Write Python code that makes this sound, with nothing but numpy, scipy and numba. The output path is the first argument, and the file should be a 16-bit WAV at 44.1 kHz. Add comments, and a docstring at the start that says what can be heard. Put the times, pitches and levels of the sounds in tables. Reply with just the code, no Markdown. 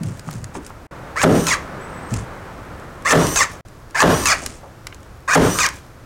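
"""Hands pat and shift crackling woven matting on a patio ceiling, over distant traffic; a car and a bird pass.
An electric staple gun tacks the mat up in four strokes. In each, a geared motor winds a spring, the
striker's impact excites the bending modes of the ceiling, and the motor runs free until it is braked in a
falling whirr. The hard roof adds a short reverberation, and a limiter flattens each bang."""
import sys
import numpy as np
from scipy import signal
from scipy.fft import rfft, irfft
from scipy.io import wavfile
from scipy.ndimage import uniform_filter1d
from numba import njit

SR = 44100
rng = np.random.default_rng(int(sys.argv[2]) if len(sys.argv) > 2 else 0)


def store_pcm(level_fs):
    """Save levels as 16-bit WAV."""
    pcm = np.round(np.clip(level_fs, -1, 1) * 32767).astype(np.int16)
    wavfile.write(sys.argv[1], SR, np.atleast_2d(pcm).T)


N = 266805
T = np.arange(N) / SR

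# two brief near-silences: (start t/s, end t/s)
SILENCES = [(0.868, .911), (3.61, 3.651)]
# after the trigger: the cam tips over its crest, the striker falls, the motor is cut
CREST_S, STRIKE_S, CUT_S = .059, .077, .311


def amp(db):
    """Amplitude ratio of a level in decibels."""
    return 10 ** (np.asarray(db) / 20)


def unit(x):
    """Normalisation to rms 1."""
    return x / (np.std(x) + 1e-12)


def noise(size=N):
    """Gaussian white noise: equal power per hertz."""
    return rng.standard_normal(size)


def walk(rate, size=N):
    """Random modulation: straight lines through `rate` Gaussian values a second."""
    steps = np.arange(size) / SR * rate
    count = int(steps[-1]) + 2
    return 0.86 * np.interp(steps, np.arange(count), noise(count))


def colour(x, points):
    """Minimum-phase filtering with the response (f/Hz, level/dB), by folding the cepstrum."""
    size = 4096
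    hz, db = np.transpose(points)
    bin_hz = np.arange(size // 2 + 1) * SR / size
    cepstrum = irfft(np.log(amp(np.interp(np.log(bin_hz + 1), np.log(hz), db))))
    cepstrum[1:size // 2] *= 2
    cepstrum[size // 2 + 1:] = 0
    return signal.fftconvolve(x, irfft(np.exp(rfft(cepstrum))))[:len(x)]


def band(x, hz, ratio, order=2):
    """Band-pass filtering from hz / ratio to hz * ratio."""
    edges = [hz / ratio, min(hz * ratio, SR / 2 - 1000)]
    return signal.sosfilt(signal.butter(order, edges, "band", fs=SR, output="sos"), x)


def fade(t, t60):
    """Exponential damping: 60 dB down after t60 seconds."""
    return np.exp(-np.log(1000) * t / t60)


def add(out, s, x):
    """Superposition of x on out, from time s."""
    i = max(int(s * SR), 0)
    out[i:i + len(x)] += x[:N - i]


def snap(hz, t60, spread=1.44):
    """Impact transient: a damped band of noise; the longer it lasts, the softer it starts."""
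    t = T[:SR // 4]
    envelope = fade(t, t60) * (1 - np.exp(-t / t60 * 70))
    bandwidth_hz = hz * (spread - 1 / spread)
    return band(noise(len(t)) * envelope, hz, spread) / np.sqrt(bandwidth_hz / SR)


def echoes(x, t60, wet_db, damp_hz, sway_rate):
    """Reverberation: direct sound plus dense, duller reflections whose pattern shifts at random."""
    t = T[:SR // 2]
    absorption = signal.butter(1, damp_hz, fs=SR, output="sos")
    tails = signal.sosfilt(absorption, noise((2, len(t)))) * fade(t, t60) * (t > .001)
    first, second = (signal.fftconvolve(x, tail / np.linalg.norm(tail))[:len(x)] for tail in tails)
    sway = 2 * walk(sway_rate, len(x))
    return x + amp(wet_db) * (np.cos(sway) * first + np.sin(sway) * second)


def traffic(car_db=-32.5, nearest_s=1.84, distance_over_speed_s=0.62):
    """Broadband noise of a distant road; one car swells and fades by spherical spreading, as 1 / r."""
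    # spectra of tyre roar and low rumble: (f/Hz, level/dB)
    roar_spectrum = [(88, -18.5), (150, 0.5), (383, -4), (555, -1.5), (745, -5), (1340, -5), (2100, -14),
                     (3000, -23.5), (4200, -30), (7470, -38.5), (8230, -33.5), (9820, -47), (16000, -80)]
    rumble_spectrum = [(12, -36), (20, -6), (81, -3), (123, -3.5), (198, -19), (234, -23.5), (301, -16),
                       (357, -14.5), (485, -39), (1370, -45), (2260, -36.5), (5850, -37), (16000, -46.5)]
    # the road before, between and after the two silences: (roar level/dB, rumble level/dB)
    road_levels = [(-41.5, -40.5), (-42, -38.5), (-45.5, -41)]
    stretch = sum(T > start for start, _ in SILENCES)
    roar_db, rumble_db = np.array(road_levels)[stretch].T
    car = (stretch == 1) * amp(car_db) / np.hypot(1, (T - nearest_s) / distance_over_speed_s)
    roar = unit(colour(noise(), roar_spectrum)) * np.hypot(amp(roar_db), car) * amp(0.49 * walk(22))
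    rumble = unit(colour(noise(), rumble_spectrum)) * amp(rumble_db + 0.27 * walk(10))
    return roar + rumble


def bird(level_db=-51):
    """A small bird's thin whistle: a pure tone, randomly modulated in frequency and amplitude."""
    # pitch contour: (t/s, f/Hz)
    contour = [(1.81, 7717), (1.826, 7981), (1.874, 7951), (1.92, 8807), (1.942, 7900), (2.096, 8320),
               (2.1, 8222)]
    times, pitches = np.transpose(contour)
    hz = np.interp(T, times, pitches) * (1 + 0.0113 * walk(600))
    whistle = np.sin(2 * np.pi * np.cumsum(hz) / SR) * amp(level_db + 4.8 * walk(69.3))
    return whistle * (T > times[0]) * (T < times[-1])


def handling(droop=0.44, droop_s=0.025):
    """Impulsive excitation: hands and tool strike the panel, and dry fibres snap."""
    # hands landing on the mat: (t/s, level/dB, final f/Hz)
    pats = [(.008, -19.5, 136), (.045, -17.5, 95.2), (.092, -24.5, 115), (0.271, -25.5, 136),
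            (.353, -23, 102), (.424, -26, 84.6), (2.118, -10.5, 95.6)]
    # dull knocks of the tool on the panel: (t/s, level/dB, centre f/Hz, t60/s)
    knocks = [(0.288, -19.5, 940, 0.0086), (.551, -22.5, 910, 0.047), (.556, -29, 284, 0.2),
              (.702, -33.5, 980, 0.05), (4.416, -36, 590, 0.27), (4.63, -36, 685, 0.21),
              (4.869, -25.5, 1520, 0.011), (4.925, -31, 1910, 0.022)]
    # snaps of the weave and clacks of the tool: (t/s, level/dB)
    snaps = [(0.0334, -21), (0.1943, -23), (0.3112, -24), (0.4424, -21), (0.6643, -21.5), (2.139, -12.5),
             (2.798, -36.5), (3.0225, -30), (3.268, -10.5), (3.684, -35), (3.908, -32), (4.4616, -7),
             (4.8692, -15), (4.9452, -28), (5.0305, -34.5), (5.663, -3), (5.688, -10.5)]
    out, t = np.zeros(N), T[:SR // 2]
    for s, db, hz in pats:
        pitch = hz * (1 + droop * np.exp(-t / droop_s))  # dispersion: lower bending waves arrive later
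        thud = np.sin(2 * np.pi * np.cumsum(pitch) / SR) + 0.57 * unit(band(noise(len(t)), hz, 1.61))
        add(out, s, amp(db) * thud * fade(t, t60=0.3) * (1 - np.exp(-t / 0.0023)))
    for s, db, hz, t60 in knocks:
        add(out, s, amp(db) * snap(hz, t60))
    for s, db in snaps:
        add(out, s, amp(db - 8) * snap(hz=6400, t60=0.014, spread=1.52))
        add(out, s, amp(db - 14.5) * snap(hz=1940, t60=0.021))  # the stiff mat lends some body
    return out


def rubbing(crackle_db=6, idle_ticks_per_s=8, rub_ticks_per_s=80, tick_db=-55.5, pressed_db=10):
    """Sliding friction: the weave hisses, and its fibres tick faster and louder under the hand."""
    # the mat sliding under glove and tool: (t/s, duration/s, level/dB)
    rubs = [(.0, 0.3, -42.5), (0.24, 0.29, -41.5), (.535, 0.066, -36), (0.616, 0.14, -44), (2.087, .2, -36),
            (3.486, 0.13, -40.5), (4.297, 0.38, -34), (5.685, 0.17, -41)]
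    # friction spectrum of the weave: (f/Hz, level/dB)
    straw_spectrum = [(300, 12), (1000, 1), (2500, 0.5), (4000, -6), (6500, 2.5), (9500, -1), (11500, -24),
                      (16000, -27)]
    # each slide starts quickly and tails off
    slides = [np.sin(np.pi * np.clip((T - s) / length, 0, 1) ** 0.54) ** 2 for s, length, _ in rubs]
    pressure = sum(slides)
    grit = unit(colour(noise() * amp(crackle_db * walk(600) + 0.99 * walk(60)), straw_spectrum))
    ticking = rng.random(N) < (idle_ticks_per_s + rub_ticks_per_s * pressure) / SR
    impulses = ticking * amp(tick_db + pressed_db * pressure + 3 * noise())
    ticks = signal.fftconvolve(impulses, snap(hz=4900, t60=0.015, spread=2.8))[:N]
    return ticks + grit * sum(amp(db) * slide for (_, _, db), slide in zip(rubs, slides))


def ratchet(count=4, step_s=0.015, first_db=-13, fall_db=3):
    """A decaying impact train: broad metal clacks at even steps."""
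    out = np.zeros(N)
    for k in range(count):
        add(out, k * step_s, amp(first_db - k * fall_db) * snap(hz=3200, t60=0.021, spread=3.0))
    return out


def gears(t, tooth_hz, tone_db, rattle_db, harmonics, play_rad, tilt_db, flicker_db=1.8, grit_db=2.5):
    """Gear mesh: tooth harmonics and rattle, filtered by the housing. Returns sound and mesh phase."""
    # what the housing radiates of the tone and of the rattle: (f/Hz, level/dB)
    housing_response = [(300, -10.5), (700, -6), (1100, 0.5), (1400, -2), (1750, 3.5), (2450, -0.5),
                        (2900, -10.5), (4000, -11), (6100, -3), (7500, -7), (10000, -30), (16000, -34)]
    rattle_spectrum = [(200, -7.5), (700, -3), (1200, 8.5), (2200, -2.5), (3000, -14), (4500, -5),
                       (6200, 0), (8800, -3), (10800, -17.5), (15000, -18.5)]
    mesh_phase = 2 * np.pi * np.cumsum(tooth_hz * (1 + 0.0044 * walk(58, len(t)))) / SR
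    backlash = play_rad * walk(900, len(t))  # phase jitter frays the upper harmonics most
    tone = np.zeros(len(t))
    for k, db in harmonics:
        gain = amp(db + tilt_db * np.log2(k / 2) + flicker_db * walk(225, len(t)))
        tone += gain * np.sin(k * (mesh_phase + backlash) + rng.uniform(0, 2 * np.pi))
    throb = 1 + 0.5 * np.sin(mesh_phase / 4)  # the pinion runs a little off centre
    impacts = noise(len(t)) * amp(grit_db * walk(900, len(t))) * (1 + 2.4 * np.cos(mesh_phase))
    singing = colour(unit(tone * throb) * amp(tone_db), housing_response)
    rattle = unit(colour(impacts * throb, rattle_spectrum)) * amp(rattle_db)
    return singing + rattle, mesh_phase


def fan(blade_phase, speed, air_db=-34):
    """Aerodynamic sound: blade-passing tones and rushing air, both steep power laws of speed."""
    # whine: (multiple of the blade rate, level/dB)
    blade_harmonics = [(1, -42), (2, -28.5), (3, -33), (4, -37), (5, -42)]
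    # air rushing through the fan: (f/Hz, level/dB)
    air_spectrum = [(5000, -40), (7500, -18), (8700, 2), (9800, -9), (11000, -29), (12000, -28),
                    (13000, -16), (14300, -10), (15500, -17.5)]
    size = len(speed)
    phase = blade_phase + .36 * walk(900, size)
    whine = sum(amp(db + walk(89, size)) * np.sin(k * phase) for k, db in blade_harmonics)
    air = amp(air_db) * unit(colour(noise(size), air_spectrum))
    return whine * speed ** 14 + air * speed ** 8


def motor(drive_db, brake_db, loose_db):
    """Pitch follows shaft speed: the motor labours against the spring, runs free, then is braked."""
    # gear harmonics: (multiple of the tooth rate, driven level/dB, braked level/dB)
    harmonics = [(1, -9, -3.5), (2, -4.5, 1.5), (3, -6, -0.5), (4, -13.5, -2), (5, -14.5, -0.5),
                 (6, -20, -2), (7, -13, -6), (8, -23, -4)]
    driven = [(k, db) for k, db, _ in harmonics]
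    braked = [(k, db) for k, _, db in harmonics]
    start_hz, loaded_hz, free_hz = 489.4, 1061.4, 1371.6  # tooth rate at switch-on, and its two limits
    wind_up_s, run_up_s, hold_s, stop_s = .06, .022, .072, .12
    tension_db_per_s, release_db_per_s = 133, 650
    tilt_db = .45 * loose_db  # per octave: loose teeth lift the upper harmonics

    t = T[:int(CUT_S * SR)]
    loaded, free_s = t < STRIKE_S, np.maximum(t - STRIKE_S, 0)
    winding_hz = loaded_hz - (loaded_hz - start_hz) * np.exp(-np.minimum(t, STRIKE_S) / wind_up_s)
    tooth_hz = free_hz - (free_hz - winding_hz) / (1 + free_s / run_up_s)
    speed = tooth_hz / tooth_hz[-1]
    jolt = (t > CREST_S) * np.exp(-abs(t - CREST_S) / 0.0051)  # the cam's crest shakes the gears
    tone_db = np.where(loaded, -17.5 + 6.5 * jolt, -47)
    winding_rattle_db = -32 + loose_db + tension_db_per_s * t + 9.5 * jolt
    rattle_db = np.where(loaded, winding_rattle_db, -29.5 + 60 * np.log10(speed))
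    mesh, mesh_phase = gears(t, tooth_hz, tone_db, rattle_db, driven, play_rad=.3, tilt_db=tilt_db)
    drive = (mesh + fan(9 / 4 * mesh_phase, speed)) * amp(drive_db) * (1 - np.exp(-t / .004))

    # the brake bites ever harder; the gears sing on, more smoothly, then die away
    t = T[:int(stop_s * SR)]
    tooth_hz = tooth_hz[-1] * (1 - (t / stop_s) ** 1.7)
    release_db = -release_db_per_s * np.maximum(t - hold_s, 0)
    tone_db = -15.5 - 5 * np.exp(-t / 0.0069) + release_db
    rattle_db = -25.5 + loose_db + release_db
    brake, _ = gears(t, tooth_hz, tone_db, rattle_db, braked, play_rad=.14, tilt_db=tilt_db)
    stroke = np.concatenate([drive, brake * amp(brake_db)])
    # the gliding tones swell and sink as they cross the housing's crowded resonances
    return echoes(stroke, t60=0.01, wet_db=-3, damp_hz=8700, sway_rate=28.17)


def bang(spot_hz, boost_db, modes_db=-2, judder_db=2, spot_octaves=1.25, detune=.007):
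    """Dispersion in a struck ceiling: low bending waves are slower, so the bass builds up late."""
    # dense ringing of the ceiling and the space under it: (f/Hz, level/dB, t60/s, rise time/s)
    ceiling_bands = [(40, -24, 0.57, 0.047), (72, 1, 0.24, 0.12), (153, 2, 0.32, 0.06),
                     (351, -0.5, 0.39, 0.021), (627, -4.5, 0.34, 0.0033), (1243, -6, 0.37, 0.00062),
                     (2560, -19.5, 0.72, 0.0013), (4870, -22.5, 0.83, .001), (9200, -27, 0.85, 0.0009)]
    # strongest panel modes: (f/Hz, level/dB, t60/s)
    panel_modes = [(68.1, -9.5, 0.92), (96.1, -5.5, 0.52), (162, 0, 0.4), (272, -2, 0.39),
                   (438.7, -7.5, 0.25), (608, -3, 0.28)]
    t = T[:SR * 3 // 4]
    dense, modes = np.zeros((2, len(t)))

    def spot_db(hz):
        """The point of impact weights the frequencies around its own pitch."""
        return boost_db / (1 + (np.log2(hz / spot_hz) / spot_octaves) ** 4)

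    for hz, db, t60, rise_s in ceiling_bands:
        ringing = unit(band(noise(len(t)), hz, np.sqrt(2), order=3))
        dense += amp(db + spot_db(hz)) * ringing * fade(t, t60) * (1 - np.exp(-t / rise_s))
    for hz, db, t60 in panel_modes:
        gain = amp(db + spot_db(hz) + rng.normal())
        phase = 2 * np.pi * hz * (1 + detune * rng.normal()) * t + rng.uniform(0, 2 * np.pi)
        modes += gain * np.sin(phase) * fade(t, t60) * (1 - np.exp(-t * hz / 5))
    return dense * amp(judder_db * walk(158.5, len(t))) + amp(modes_db) * modes


def stapler(slap_s=.08, slap_db=-10.5):
    """Stored elastic energy: the motor winds a spring, whose release drives the striker into the panel."""
    # strokes: (trigger t/s, drive level/dB, bang level/dB, brake level/dB,
    #           struck spot's f/Hz, its boost/dB, rattle of loose teeth/dB)
    strokes = [(1.157, -5, -6, -0.5, 225, 8, 1.5), (3.048, -1.5, -5.5, 0.5, 60, -1, 5),
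               (3.945, -2, -3, 2, 125, 0.5, 3), (5.276, -1.5, -4.5, 0, 150, 3, 2)]
    out = np.zeros(N)
    for trigger, drive_db, bang_db, brake_db, spot_hz, boost_db, loose_db in strokes:
        strike = trigger + STRIKE_S
        add(out, trigger, motor(drive_db, brake_db, loose_db))
        add(out, trigger + CREST_S, amp(-16) * snap(hz=2000, t60=.02, spread=1.8))  # the cam tips over
        add(out, strike - .006, amp(-18.5) * snap(hz=6600, t60=0.063))  # the latch lets go
        add(out, strike, amp(bang_db - 4.5) * snap(hz=800, t60=0.016))  # the striker lands
        add(out, strike + .007, amp(bang_db + 7) * snap(hz=980, t60=0.0075, spread=1.7))  # and rebounds
        add(out, strike, amp(bang_db) * bang(spot_hz, boost_db))
        # the panel springs back against its joists
        add(out, strike + slap_s, amp(bang_db + slap_db) * bang(spot_hz, boost_db - 2.5))
        add(out, trigger + CUT_S, amp(brake_db) * ratchet())  # the brake bites
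    return out


def scene():
    """Superposition: the work reverberates under a hard, open-sided roof; road and bird arrive direct."""
    work = stapler() + handling() + rubbing()
    patio = echoes(work, t60=0.29, wet_db=-15.5, damp_hz=2920, sway_rate=120)
    return (patio + traffic() + bird())[None]


@njit
def follow(x, attack, release):
    """Envelope detection: a rectifier and a one-pole smoother with separate rise and fall rates."""
    out, level = np.empty(len(x)), 0.
    for i in range(len(x)):
        level += (abs(x[i]) - level) * (attack if abs(x[i]) > level else release)
        out[i] = level
    return out


def record(dry, threshold_db=-7, attack_s=0.00085, release_s=0.0098, silence_db=-38, top_hz=16000):
    """Limiting and soft saturation flatten the bangs; the sound falls nearly silent twice; a low-pass cuts the
    top."""
    envelope = follow(dry[0], 1 / (attack_s * SR), 1 / (release_s * SR))
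    limited = dry / np.maximum(envelope / amp(threshold_db), 1)
    rounded = np.tanh(limited / 1.575) * 1.416
    silent = sum((T > start) * (T < end) for start, end in SILENCES)
    gate = np.maximum(uniform_filter1d(1. - silent, size=128), amp(silence_db))
    low_pass = signal.ellip(8, .2, 70, top_hz, fs=SR, output="sos")
    return signal.sosfilt(low_pass, rounded * gate)


dry = scene()
out = record(dry)
store_pcm(out)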